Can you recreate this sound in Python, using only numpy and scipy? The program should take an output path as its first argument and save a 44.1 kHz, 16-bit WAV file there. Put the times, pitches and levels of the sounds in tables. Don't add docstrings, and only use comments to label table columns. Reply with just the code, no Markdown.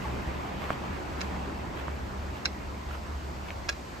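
import sys
import numpy as np
from scipy import signal
from scipy.fft import rfft, irfft, next_fast_len
from scipy.io import wavfile
from scipy.ndimage import uniform_filter1d, map_coordinates

SR = 44100
rng = np.random.default_rng(int(sys.argv[2]) if len(sys.argv) > 2 else 0)


def master(y):
    cut = np.clip(np.atleast_2d(y).T, -1, 1)
    pcm = np.round(cut * 32767)
    wavfile.write(sys.argv[1], SR, pcm.astype(np.int16))


N = 176400

# time in seconds, level in dB.
HUM_LEVELS = [(0, -42), (.8, -45), (1.3, -42), (2, -41.5), (2.9, -39.5), (3.5, -45.5), (4, -52)]
RUMBLE_LEVELS = [(0, -41.5), (.2, -41), (.45, -41.5), (1.5, -44.5), (3, -43.5), (3.6, -44), (4, -44)]
# time in seconds, then gurgle, rush and spray levels in dB.
STREAM_LEVELS = [(0, -37.5, -40.5, -54), (.5, -40, -39, -56), (1.25, -38.5, -40, -54.5),
                 (1.7, -41, -41.5, -57), (2.3, -42.5, -43, -56), (2.75, -42.5, -44, -56.5),
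                 (3.35, -45, -44.5, -55.5), (4, -46, -44.5, -55)]
# frequency in Hz, level in dB.
RUMBLE_COLOUR = [(20, -32.5), (30, 0.5), (40, 4.5), (55, 12), (72, 8.5), (86, 8.5), (100, 5.5), (160, -37)]
GURGLE_COLOUR = [(40, -21.5), (90, -12.5), (125, 2.5), (160, -4), (187, 2), (220, -1.5), (350, -3.5),
                 (450, -10.5), (800, -13), (2000, -59)]
RUSH_COLOUR = [(150, -32.5), (400, -5), (650, -1), (1000, 0), (1500, -6.5), (2000, -9), (2700, -12.5),
               (3500, -19), (6000, -36.5), (15000, -66.5)]
SPRAY_COLOUR = [(1000, -15), (3000, -1.5), (4600, 4), (5600, 0.5), (7000, -1.5), (10000, -9), (12500, -12),
                (15200, -17)]
SCUFF_COLOUR = [(150, -8), (600, 4), (1400, 2), (3000, -6), (4000, -13.5), (7000, -18.5), (15000, -41)]
TIP_COLOUR = [(200, -7.5), (700, 7), (1500, 6), (3000, 0.5), (5800, -1.5), (6700, 5), (7600, -11),
              (9000, -10), (12500, -19.5), (15000, -24)]
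# frequency in Hz, likeness (higher sounds narrower).
EAR_LIKENESS = [(60, 0.96), (110, 0.85), (200, 0.72), (370, 0.571), (690, -0.178), (1270, -0.157),
                (2340, 0.307), (5200, 0.34), (6600, 0.496), (8500, 0.48), (9900, -2.26), (11400, 0.13),
                (13000, 1), (15000, -1.48)]
# frequency in Hz, left minus right in dB.
STREAM_BALANCE = [(100, -1.5), (300, 0.5), (1500, -1), (4000, 0.5), (12000, -1)]
POLE_BALANCE = [(500, 3), (1500, -5.5), (2700, -6), (4000, -2.5), (5500, 0.5), (7000, -0.5)]
# frequency in Hz, lead in radians.
POLE_LEFT_LEAD = [(1500, -0.62), (2600, 1.74), (3600, -0.92), (5300, -0.39), (6600, 0.6), (9000, -0.29)]
# start in seconds, level in dB, pitch in Hz.
BIG_BUBBLES = [(.042, -29.5, 1117), (.053, -26.5, 861)]
# loudest moment in seconds, level in dB, swell time in seconds.
FOOTSTEPS = [(0.045, -45, 0.04), (0.639, -41, 0.032), (0.718, -39.5, 0.0166), (1.221, -42.5, 0.032),
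             (1.791, -42.5, 0.0274), (2.376, -44, 0.0258), (2.935, -42, 0.0368), (3.489, -45.5, 0.029)]
# start in seconds, level in dB, pitch in Hz, fade time in seconds,
# left minus right in dB. A fade time is how long a sound takes to drop by 60 dB.
GRIT_CLICKS = [(0.222, -40.5, 12500, 0.00305, 0), (0.642, -18, 2100, 0.00196, -1),
               (0.7041, -9, 1260, 0.0037, -4.5), (.7055, -12.5, 766, 0.0069, -3.5),
               (0.7047, -22.5, 230, 0.0122, -2), (.7175, -29, 2800, .003, -1),
               (0.73, -23.5, 2780, 0.0023, 1.5), (1.8821, -13.5, 1040, 0.00285, -6.5),
               (2.9106, -29, 1400, 0.0085, -3), (2.9504, -28.5, 1286, .012, -3),
               (3.5054, -16.5, 2276, 0.00292, 0)]
# pitch in Hz, upright and slanted levels in dB, fade in seconds.
SHAFT_TONES = [(1397, -24.5, -8.5, 0.026), (1532, -6.5, -35, 0.0293), (1655.6, -31, -4.5, 0.036),
               (2230, -6.5, -14.5, 0.0306), (2456, -21.5, -7, 0.037), (2678, -10, -9.5, 0.034),
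               (3436, -43, -10, 0.0281), (3969, -5.5, -18.5, 0.0315), (4043, -9, -29, 0.036),
               (4319, -7.5, -17.5, 0.0197), (4680, -29.5, -7, 0.028), (5283, -4, -5, 0.023),
               (5726, -10, -16, 0.0156), (6219, -19, -20, 0.0189)]
# start in seconds, level in dB, slant from 0 to 1, brightness
# in dB per octave, rise in seconds, crack level in dB, the ring's lead in the left ear in seconds.
POLE_TAPS = [(1.2066, -25, 0.31, -1.5, 0.00224, -8.5, 0), (1.213, -22.5, 0.5, -1.5, 0.0011, -5, 0.0022),
             (2.4513, -32, 0.06, -3, 0.00023, -11, -0.0048),
             (2.4553, -14, 0.04, 1.5, 0.00049, -12, 0.00195), (2.4598, -23.5, 0.14, -3, 0.0004, -12, 0),
             (3.686, -25, 0.48, -1, 0.0015, -9, 0), (3.6905, -19, 0.89, 1.5, 0.00041, -4.5, 0),
             (3.6958, -24, 0.95, -3.5, 0.00049, -2.5, -0.0023), (3.725, -32.5, 0.54, 2, 0.0028, -4.5, 0)]

HUM_HZ, TOP_HZ = 70.43, 15200
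BUBBLES_PER_S, BUBBLE_HZ, BUBBLE_PITCH_SPREAD = 500, 955, 0.4198
BUBBLE_FADE_CYCLES, BUBBLE_RANGE_DB = 13.95, 15.5
KNOCK_HZ, KNOCK_DB, KNOCK_FADE_S = 633, -4.5, 0.0165


def amp(db):
    return 10 ** (np.asarray(db) / 20)


def unit(x):
    return x / np.sqrt(np.mean(x ** 2) + 1e-20)


def along(points, hz):
    freqs, values = np.transpose(points)
    return np.interp(np.log(hz + 1), np.log(freqs + 1), values)


def curves(rows):
    times, *columns = np.transpose(rows)
    return [np.interp(np.arange(N) / SR, times, column) for column in columns]


def wobble(rate):
    return map_coordinates(rng.standard_normal(int(N * rate / SR) + 4), [np.arange(N) * rate / SR])


def filtered(x, response):
    n = x.shape[-1]
    padded = next_fast_len(n + SR // 5)
    return irfft(rfft(x, padded) * response(np.fft.rfftfreq(padded, 1 / SR)), padded)[..., :n]


def pan(db):
    return amp(np.vstack([db / 2, -db / 2]))


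def add(track, start, sound):
    part = track[:, round(start * SR):][:, :sound.shape[-1]]
    part += sound[..., :part.shape[1]]


def spread(pair, colour):
    def response(hz):
        angle = np.arccos(np.clip(along(EAR_LIKENESS, hz), -.99, .99)) / 2
        return amp(along(colour, hz)) * [np.cos(angle), np.sin(angle)]
    mid, side = filtered(pair, response)
    return unit(np.array([mid + side, mid - side]))


def noise(colour, patchy_db):
    spectra = signal.stft(rng.standard_normal((2, N)), nperseg=512)[2]
    patches = uniform_filter1d(rng.standard_normal(spectra.shape[1:]), size=5, axis=0)
    patches = unit(uniform_filter1d(patches, size=9, axis=1))
    pair = signal.istft(spectra * amp(patchy_db * patches), nperseg=512)[1][:, :N]
    return spread(pair, colour)


def hum(waver_db=3.5, drift_radians=0.303):
    t = np.arange(N) / SR
    level = amp(curves(HUM_LEVELS)[0] + waver_db * wobble(10))
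    tone = np.sqrt(2) * np.sin(2 * np.pi * HUM_HZ * t + drift_radians * wobble(5.945))
    rumble = amp(curves(RUMBLE_LEVELS)[0]) * noise(RUMBLE_COLOUR, patchy_db=2)
    return level * tone + rumble


def bubbles(pitch_rise=0.121):
    out, t = np.zeros((2, N)), np.arange(SR // 25) / SR
    for when, a, b, softness, side in rng.random((int(BUBBLES_PER_S * N / SR), 5)):
        bell_curve_draw = np.sqrt(-2 * np.log(a)) * np.cos(2 * np.pi * b)
        hz = BUBBLE_HZ * np.exp(BUBBLE_PITCH_SPREAD * bell_curve_draw)
        age = t * hz / BUBBLE_FADE_CYCLES
        tone = np.sin(2 * np.pi * hz * t * (1 + pitch_rise * np.minimum(age, 1)))
        level = amp(-BUBBLE_RANGE_DB * softness - 60 * age) * (1 - np.exp(-t * hz))
        direction = np.vstack([np.cos(2 * np.pi * side), np.sin(2 * np.pi * side)])
        add(out, when * N / SR, direction * level * tone)
    return out


def plops(fade_s=0.061):
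    out, t = np.zeros((2, N)), np.arange(SR // 10) / SR
    for start, db, hz in BIG_BUBBLES:
        level = amp(db - 60 * t / fade_s) * (1 - np.exp(-t * hz / 2))
        add(out, start, level * np.sin(2 * np.pi * hz * t))
    return out


def stream(bubble_db=-9.5):
    gurgle_db, rush_db, spray_db = curves(STREAM_LEVELS)
    gurgle = amp(gurgle_db) * noise(GURGLE_COLOUR, patchy_db=1.0)
    spray = amp(spray_db) * spread(rng.standard_normal((2, N)), SPRAY_COLOUR)
    rush_level = amp(rush_db + 0.42 * wobble(10.134))
    rush = noise(RUSH_COLOUR, patchy_db=1.63)
    bubbling = amp(bubble_db) * spread(bubbles(), [(1000, 0)])
    water = gurgle + spray + rush_level * (rush + bubbling) + plops()
    return filtered(water, lambda hz: pan(along(STREAM_BALANCE, hz)))


def tree_echo(sound, fade_s=0.106, level_db=-13):
    t = np.arange(SR // 2) / SR
    tail = rng.standard_normal((2, len(t))) * amp(-60 * t / fade_s)
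    return amp(level_db) * signal.fftconvolve(sound, tail / np.linalg.norm(tail[0]), axes=1)[:, :N]


def scuffs(grain_db=3, side_db=-2, thud_hz=140.5, thud_db=-12.5, dull_above_hz=5500):
    t = np.arange(N) / SR
    press = sum(amp(db) * np.exp(-.5 * ((t - peak) / swell) ** 2) for peak, db, swell in FOOTSTEPS)
    thud = spread(rng.standard_normal((2, N)), [(thud_hz / 2, -25), (thud_hz, 0), (thud_hz * 2, -30)])
    rub = amp(grain_db * wobble(400)) * noise(SCUFF_COLOUR, patchy_db=2.0)
    rub = filtered(rub, lambda hz: 1 / (1 + (hz / dull_above_hz) ** 6))
    return press * pan(side_db) * (unit(rub) + amp(thud_db) * thud)


def grit(snap_db=-13.5, rise_s=0.00017):
    out, t = np.zeros((2, N)), np.arange(SR // 40) / SR
    for start, db, hz, fade_s, side_db in GRIT_CLICKS:
        snap = amp(snap_db) * spread(rng.standard_normal((2, len(t))), SCUFF_COLOUR)
        level = amp(db - 60 * t / fade_s) * (1 - np.exp(-t / rise_s))
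        add(out, start, pan(side_db) * level * (np.sin(2 * np.pi * hz * t) + snap))
    return out


def pole(crack_fade_s=0.024, crack_width=0.8):
    out, t = np.zeros((2, N)), np.arange(SR // 10) / SR
    hz, upright_db, slanted_db, fade_s = np.transpose(SHAFT_TONES)[:, :, None]
    knock = amp(KNOCK_DB - 60 * t / KNOCK_FADE_S) * np.sin(2 * np.pi * KNOCK_HZ * t)
    for start, db, slant, brightness, rise_s, crack_db, lead_s in POLE_TAPS:
        gains = (1 - slant) * amp(upright_db) + slant * amp(slanted_db)
        levels = gains * amp(brightness * np.log2(hz / hz.mean()) - 60 * t / fade_s)
        phase = rng.random(hz.shape)
        ring = np.array([np.sum(levels * np.sin(2 * np.pi * (hz * ear_time + phase)), axis=0)
                         for ear_time in (t + lead_s, t)])
        burst = spread(rng.standard_normal((2, len(t))) * [[1], [crack_width]], TIP_COLOUR)
        crack = amp(crack_db - 60 * t / crack_fade_s) * burst
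        add(out, start, amp(db) * (ring + crack + slant * knock) * (1 - np.exp(-t / rise_s)))

    def position(freq):
        ear_timing = np.exp(.5j * along(POLE_LEFT_LEAD, freq) * [[1], [-1]])
        return pan(along(POLE_BALANCE, freq)) * ear_timing
    return filtered(out, position)


def scene():
    walker = pole() + scuffs() + grit()
    return walker + tree_echo(walker) + hum() + stream()


def record(dry):
    return filtered(dry, lambda hz: hz < TOP_HZ)


dry = scene()
out = record(dry)
master(out)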